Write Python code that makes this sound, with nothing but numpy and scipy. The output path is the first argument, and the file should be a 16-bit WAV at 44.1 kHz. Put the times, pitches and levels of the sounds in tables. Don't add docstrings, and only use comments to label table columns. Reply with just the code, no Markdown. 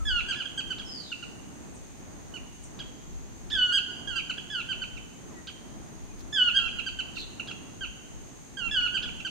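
import sys
import numpy as np
from scipy import signal
from scipy.fft import rfft, irfft, next_fast_len
from scipy.io import wavfile
from scipy.ndimage import map_coordinates

SR = 44100
rng = np.random.default_rng(int(sys.argv[2]) if len(sys.argv) > 2 else 0)


def generate_wav(signal):
    frames = np.transpose(np.atleast_2d(signal))
    scaled = np.clip(frames, -1, 1) * 32767
    pcm = np.round(scaled).astype(np.int16)
    wavfile.write(sys.argv[1], SR, pcm)


N = 410130

RELAXED_HZ, STRAINED_HZ = 1450, 1730
FRAY = 0.028


def amp(db):
    return 10 ** (np.asarray(db) / 20)


def unit(x):
    return x / np.sqrt(np.mean(x ** 2) + 1e-20)


def along(points, hz):
    freqs, values = np.transpose(points)
    return np.interp(np.log(hz + 1), np.log(freqs + 1), values)


def wobble(rate, size=N):
    knots = rng.standard_normal(size // 20 + 8)
    return map_coordinates(knots, [np.arange(size) * rate / SR], mode="wrap")


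def filtered(x, response):
    size = next_fast_len(N + SR // 2)
    return irfft(rfft(x, size) * response(np.fft.rfftfreq(size, 1 / SR)), size)[..., :N]


def noise(response, correlation):
    mid, side = filtered(rng.standard_normal((2, N)), response)
    angle = np.arccos(np.clip(correlation, -1, 1)) / 2
    return unit(np.cos(angle) * mid + np.sin(angle) * np.array([side, -side]))


def panned(pan_db):
    return unit(amp([[pan_db / 2], [-pan_db / 2]]))


def add(track, start, sound):
    i = max(round(start * SR), 0)
    track[..., i:i + sound.shape[-1]] += sound[..., :max(N - i, 0)]


def rumble(base_db=-49, lumps_db=4.5):
    # frequency_hz, density_db
    spectrum = [(12, -20.5), (28, -1), (55, -0.5), (85, -20), (140, -41), (400, -62)]
    # peak_s, half_width_s, rise_db
    swells = [(.1, 0.27, 12.5), (3.35, 0.44, 9), (6.4, 0.51, 5.5), (8.9, .35, 8.5)]
    t = np.arange(N) / SR
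    swell_db = sum(rise_db * np.exp(-((t - peak) / width) ** 2) for peak, width, rise_db in swells)
    low = noise(lambda hz: amp(along(spectrum, hz)), correlation=-0.9)
    lumpy = unit(low * amp(lumps_db * wobble(9)))
    return amp(base_db + swell_db) * panned(3.2) * lumpy


def distant_rush(level_db=-47, drift_db=1.5):
    # frequency_hz, density_db
    spectrum = [(41, -19), (70, -5), (113, -3), (204, -2), (256, -2), (292, -3.5), (425, -9.5),
                (527, -14.5), (757, -13.5), (1530, -22), (2020, -25), (2200, -34), (2860, -44),
                (4840, -120)]
    rush = noise(lambda hz: amp(along(spectrum, hz)), correlation=0.011)
    return amp(level_db + drift_db * wobble(6.2)) * panned(-1.2) * rush


def canopy_hiss(level_db=-57.0):
    # frequency_hz, density_db
    spectrum = [(1200, -4.5), (2000, 2.5), (2550, 3.5), (3500, 0), (5400, -3), (5900, 3), (7000, 0),
                (9500, -9), (10500, -10), (13000, -12.5), (15500, -15.5)]
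    return amp(level_db) * noise(lambda hz: amp(along(spectrum, hz)), correlation=0.035)


def insects(throb=0.14, order=5, waver_db=0.8):
    kinds = {"drone": (6498, 619, 54.5, -57.5), "buzz": (7470.5, 561, 104, -68),
             "whine": (8536, 480, 211.5, -66.5), "sizzle": (8623, 897, 211, -68)}
    bouts = {"drone": [(-1, 10)], "buzz": [(-1, 2.05), (2.7, 5.5), (6.35, 7.45), (8.05, 10)],
             "whine": [(-1, 2.8)], "sizzle": [(3.35, 10)]}
    fade_s = 0.2
    out, t = np.zeros((2, N)), np.arange(N) / SR
    for kind, (centre_hz, width_hz, pulse_hz, db) in kinds.items():
        band = noise(lambda hz: 1 / (1 + np.abs(2 * (hz - centre_hz) / width_hz) ** order), 0.046)
        rate_hz = pulse_hz * (1 + 0.083 * wobble(22))
        pulses = 1 + throb * np.sin(2 * np.pi * np.cumsum(rate_hz) / SR)
        singing = sum(np.clip(.5 + np.minimum(t - start, end - t) / fade_s, 0, 1)
                      for start, end in bouts[kind])
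        out += amp(db + waver_db * wobble(2.3)) * singing * unit(band * pulses)
    return out


def songbirds():
    # start_s, length_s, first_hz, last_hz, relative_db, rasp_share
    calls = [ (0, 0.021, 1330, 1283, -46.5, 0.0028), (0, 0.95, 711, 713, -63.5, 0.0041),
             (0.845, 0.17, 5400, 4530, -45.5, 0.016), (0.955, 0.17, 4720, 3400, -54, 0.035),
             (1.55, 0.5, 2540, 2472, -73, 0.024), (1.739, 0.027, 9800, 5460, -55, .02),
             (2.633, 0.01, 10000, 5320, -47, 0.017), (5.332, 0.071, 1980, 1874, -57, .004),
             (6.07, 0.043, 2450, 2530, -62.5, .01), (7.148, 0.092, 4120, 3850, -46, 0.076)]
    out = np.zeros(N)
    for start, length, first_hz, last_hz, db, rasp in calls:
        u = np.linspace(0, 1, int(length * SR))
        glide_hz = first_hz + (last_hz - first_hz) * u
        pitch = glide_hz * (1 + rasp * wobble(603, size=2 * SR)[:len(u)])
        tone = np.sin(2 * np.pi * np.cumsum(pitch) / SR)
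        add(out, start, amp(db) * unit(np.sqrt(u * (1 - u)) * tone))
    return np.array([out, out])


def forest(x, near_db, far_db, near_t60=0.17, build_s=0.024):
    # frequency_hz, gain_db
    reflection = [(1400, -6), (3000, 0), (5000, -2.5), (9000, -6.5)]
    # frequency_hz, t60_s
    decay_times = [(1400, 1.11), (3000, 0.97), (5000, 1), (10000, 0.061)]
    hz, t, spectra = signal.stft(rng.standard_normal((2, 2, SR)), SR, nperseg=256)
    near, far = spectra * amp(along(reflection, hz))[:, None]
    near_decay = amp(-60 * t / near_t60) * (t > .002)
    far_decay = amp(-60 * t / along(decay_times, hz)[:, None]) * (1 - np.exp(-t / build_s))
    near = signal.istft(near * near_decay, SR, nperseg=256)[1]
    far = signal.istft(far * far_decay, SR, nperseg=256)[1]
    echoes = (amp(near_db) * unit(near) + amp(far_db) * unit(far)) / np.sqrt(far.shape[-1])
    return signal.fftconvolve(x.mean(axis=0)[None], echoes, axes=1)[:, :N]


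def syrinx(pitch, bright_db, fundamental_db, jitter=0.0034, shimmer_db=0.66, flutter_db=3.0):
    # relaxed_db, strained_db, pan_db
    harmonics = [(-8, -14, 1), (-1, 0.5, -4.5), (-16, -11, 6.5), (-28, -14, -2), (-26, -23, 3),
                 (-39, -32.5, 3.5), (-53, -38, -4), (-58, -44, 4), (-69, -65, -9)]
    attack_s, release_s = 0.004, 0.0021
    throat_hz = 1422
    t = np.arange(len(pitch)) / SR
    waver = lambda rate: wobble(rate, size=SR // 2)[:len(t)]
    phase = 2 * np.pi * np.cumsum(pitch * (1 + jitter * waver(456))) / SR
    strain = np.clip((pitch - RELAXED_HZ) / (STRAINED_HZ - RELAXED_HZ), 0, 1)
    throat_db = -10 * np.log10(1 + (throat_hz / pitch) ** 28)
    note = np.zeros((2, len(t)))
    for k, (relaxed_db, strained_db, pan_db) in enumerate(harmonics, 1):
        source_db = relaxed_db + (strained_db - relaxed_db) * strain
        if k == 1:
            colour_db = fundamental_db + throat_db
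        else:
            colour_db = bright_db * np.log2(k / 2) + flutter_db * waver(77.0)
        note += panned(pan_db) * amp(source_db + colour_db) * np.sin(k * phase)
    gate = np.clip(t / attack_s, 0, 1) * np.clip((t[-1] - t) / release_s, 0, 1)
    return note * gate * amp(shimmer_db * waver(240))


def yelp(length, crest_hz, end_hz, opening_db, slurred, fade_db=-1.0, collapse_db=-10):
    glide_s, scoop_s, let_go_s = 0.0096, 0.007, 0.00786
    scoop, droop = 0.02, 0.201
    t = np.arange(int(length * SR)) / SR
    fall_s = 0.044 * (crest_hz / STRAINED_HZ) ** 3.84
    shelf_hz = 0.847 * crest_hz
    high = 1 / (1 + np.exp((t - fall_s) / glide_s))
    sag = np.clip((t - fall_s) / (length - fall_s), 0, 1) ** 2
    collapse = 0 if slurred else np.exp((t - length) / let_go_s)
    fray = FRAY * np.sqrt(collapse) * wobble(683, size=SR // 2)[:len(t)]
    pitch = high * crest_hz + (1 - high) * (shelf_hz + (end_hz - shelf_hz) * sag)
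    pitch *= 1 - scoop * np.exp(-t / scoop_s) - droop * collapse + fray
    return pitch, amp(opening_db * high + fade_db * sag + collapse_db * collapse)


def yip(length, crest_hz, arch=0.131, hook=0.118, foot_db=-9, push_db=3):
    entry = -0.78 * min(length / 0.065, 1) ** 2
    u = np.linspace(entry, 1, int(length * SR))
    slack = arch * u ** 2 + hook * np.abs(u) ** 5
    fray = FRAY * u ** 2 * wobble(681, size=SR // 2)[:len(u)]
    return crest_hz * (1 - slack + fray), amp(foot_db * slack / (arch + hook) + push_db * u)


def toucans(yelp_fundamental_db=7.5, yip_fundamental_db=3.5, slur_s=0.025):
    # start_s, length_s, crest_hz, end_hz, level_db, bird
    yelps = [ (0.052, 0.16, 1732, 1353, -25, "lead"), (0.356, 0.074, 1726, 1330, -31.5, "lead"),
             (3.515, .21, 1755, 1440, -24.5, "lead"), (4.072, 0.14, 1651, 1300, -34, "mate"),
             (4.5, .12, 1720, 1320, -29.5, "lead"), (6.326, 0.18, 1749, 1421, -23.5, "lead"),
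             (6.555, .137, 1605, 1366, -32, "mate"), (7.808, 0.048, 1610, 1300, -29, "lead"),
             (8.569, .13, 1627, 1368, -33.5, "mate"), (8.71, .17, 1728, 1446, -24.5, "lead")]
    # start_s, length_s, crest_hz, level_db, tilt_db_per_octave, bird
    yips = [ (0.284, 0.045, 1603, -27, -2, "lead"), (0.326, 0.024, 1408, -30.5, 4.5, "mate"),
            (0.454, 0.012, 1668, -32, -5, "mate"), (.575, .038, 1591, -31.5, 4, "lead"),
            (0.703, 0.03, 1538, -29.5, 2, "lead"), (1.115, 0.018, 1479, -32.5, -1, "lead"),
            (1.225, 0.02, 1454, -34.5, -1, "lead"), (2.337, 0.042, 1490, -40.5, 7.5, "mate"),
            (3.718, 0.073, 1625, -25, 3, "lead"), (4.156, 0.041, 1580, -31, 3, "lead"),
            (4.295, .021, 1506, -26.5, -0.5, "lead"), (4.377, 0.011, 1692, -33.5, -15, "lead"),
            (4.687, 0.047, 1567, -30, -3.5, "lead"), (4.815, 0.029, 1531, -30, -3.5, "lead"),
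            (4.966, 0.017, 1360, -39, 4, "mate"), (6.539, .066, 1623, -24.5, -3.5, "lead"),
            (6.785, .018, 1452, -30, 0, "mate"), (6.861, 0.032, 1575, -29, 0.5, "lead"),
            (6.986, 0.0246, 1549, -30.5, 1.5, "lead"), (7.078, 0.0204, 1376, -46, -1, "mate"),
            (7.166, 0.016, 1400, -33.5, 1, "mate"), (7.395, 0.011, 1458, -32.5, 2, "lead"),
            (7.51, 0.0095, 1468, -31.5, 2, "lead"), (8.8, 0.019, 1423, -33, -2, "mate"),
            (8.94, 0.041, 1573, -26, -3.5, "lead"), (9.074, 0.023, 1464, -34.5, 1, "mate"),
            (9.199, 0.014, 1387, -37, 7, "mate"), (9.247, 0.032, 1564, -28, -1.5, "lead")]
    birds = {"lead": (-1.6, -7.5, -6), "mate": (-13.5, -2.1, 0)}
    out = np.zeros((2, N))
    for start, length, crest_hz, end_hz, db, bird in yelps:
        pan_db, bright_db, opening_db = birds[bird]
        slurred = any(0 < start + length - yip_start < slur_s for yip_start, *_ in yips)
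        pitch, swell = yelp(length, crest_hz, end_hz, opening_db, slurred)
        note = syrinx(pitch, bright_db, yelp_fundamental_db)
        add(out, start, amp(db) * panned(pan_db) * swell * note)
    for start, length, crest_hz, db, bright_db, bird in yips:
        pitch, swell = yip(length, crest_hz)
        note = syrinx(pitch, bright_db, yip_fundamental_db)
        add(out, start, amp(db) * panned(birds[bird][0]) * swell * note)
    return out


def squeaks(depth=0.38, lean=.75, jitter=0.0093, snap_db=9, pan_db=-4, harmonics=5):
    # start_s, length_s, crest_hz, level_db
    notes = [(0.783, 0.043, 1648, -39.5), (2.79, 0.037, 1657, -39), (3.501, 0.051, 1852, -35.5),
             (5.471, 0.033, 1600, -37.5), (7.473, .04, 1668, -39.5), (9.026, 0.036, 1712, -34.5)]
    # frequency_hz, gain_db
    beak = [(1200, -11.5), (1650, -9.5), (2300, -3.5), (2800, -6), (3250, 3), (4000, -4), (4900, -10.5),
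            (6000, -20), (9000, -39)]
    out = np.zeros((2, N))
    for start, length, crest_hz, db in notes:
        u = np.linspace(0, 1, int(length * SR))
        arch = np.abs(np.sin(np.pi * u ** lean))
        scratch = 1 + jitter * wobble(900, size=SR // 2)[:len(u)]
        pitch = crest_hz * (1 - depth * (1 - arch)) * scratch
        phase = 2 * np.pi * np.cumsum(pitch) / SR
        edge_db = snap_db * (.5 - 2 * u)
        note = sum(amp(along(beak, k * pitch) + edge_db * (k > 2)) * np.sin(k * phase)
                   for k in range(1, harmonics + 1))
        add(out, start, amp(db) * panned(pan_db) * np.sqrt(arch) * note)
    return out


def rustles(grain_db=3):
    # start_s, length_s, level_db
    swishes = [(6.175, 0.06, -54.5), (7.12, 0.15, -51)]
    # frequency_hz, density_db
    spectrum = [(1500, -14), (4000, -3), (6000, -2.5), (10000, -18), (15500, -20)]
    swell = np.zeros(N)
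    for start, length, db in swishes:
        add(swell, start, amp(db) * np.hanning(int(length * SR)))
    friction = noise(lambda hz: amp(along(spectrum, hz)), correlation=.4)
    return swell * unit(friction * amp(grain_db * wobble(340)))


def scene():
    pair, distant = toucans() + squeaks(), songbirds()
    near_calls = pair + panned(-3.3) * forest(pair, near_db=-5.5, far_db=-12.5)
    far_calls = amp(-9.5) * distant + forest(distant, near_db=1.0, far_db=-10.5)
    return near_calls + far_calls + rustles() + insects() + rumble() + distant_rush() + canopy_hiss()


def record(dry):
    return filtered(dry, lambda hz: hz < 15700)


dry = scene()
out = record(dry)
generate_wav(out)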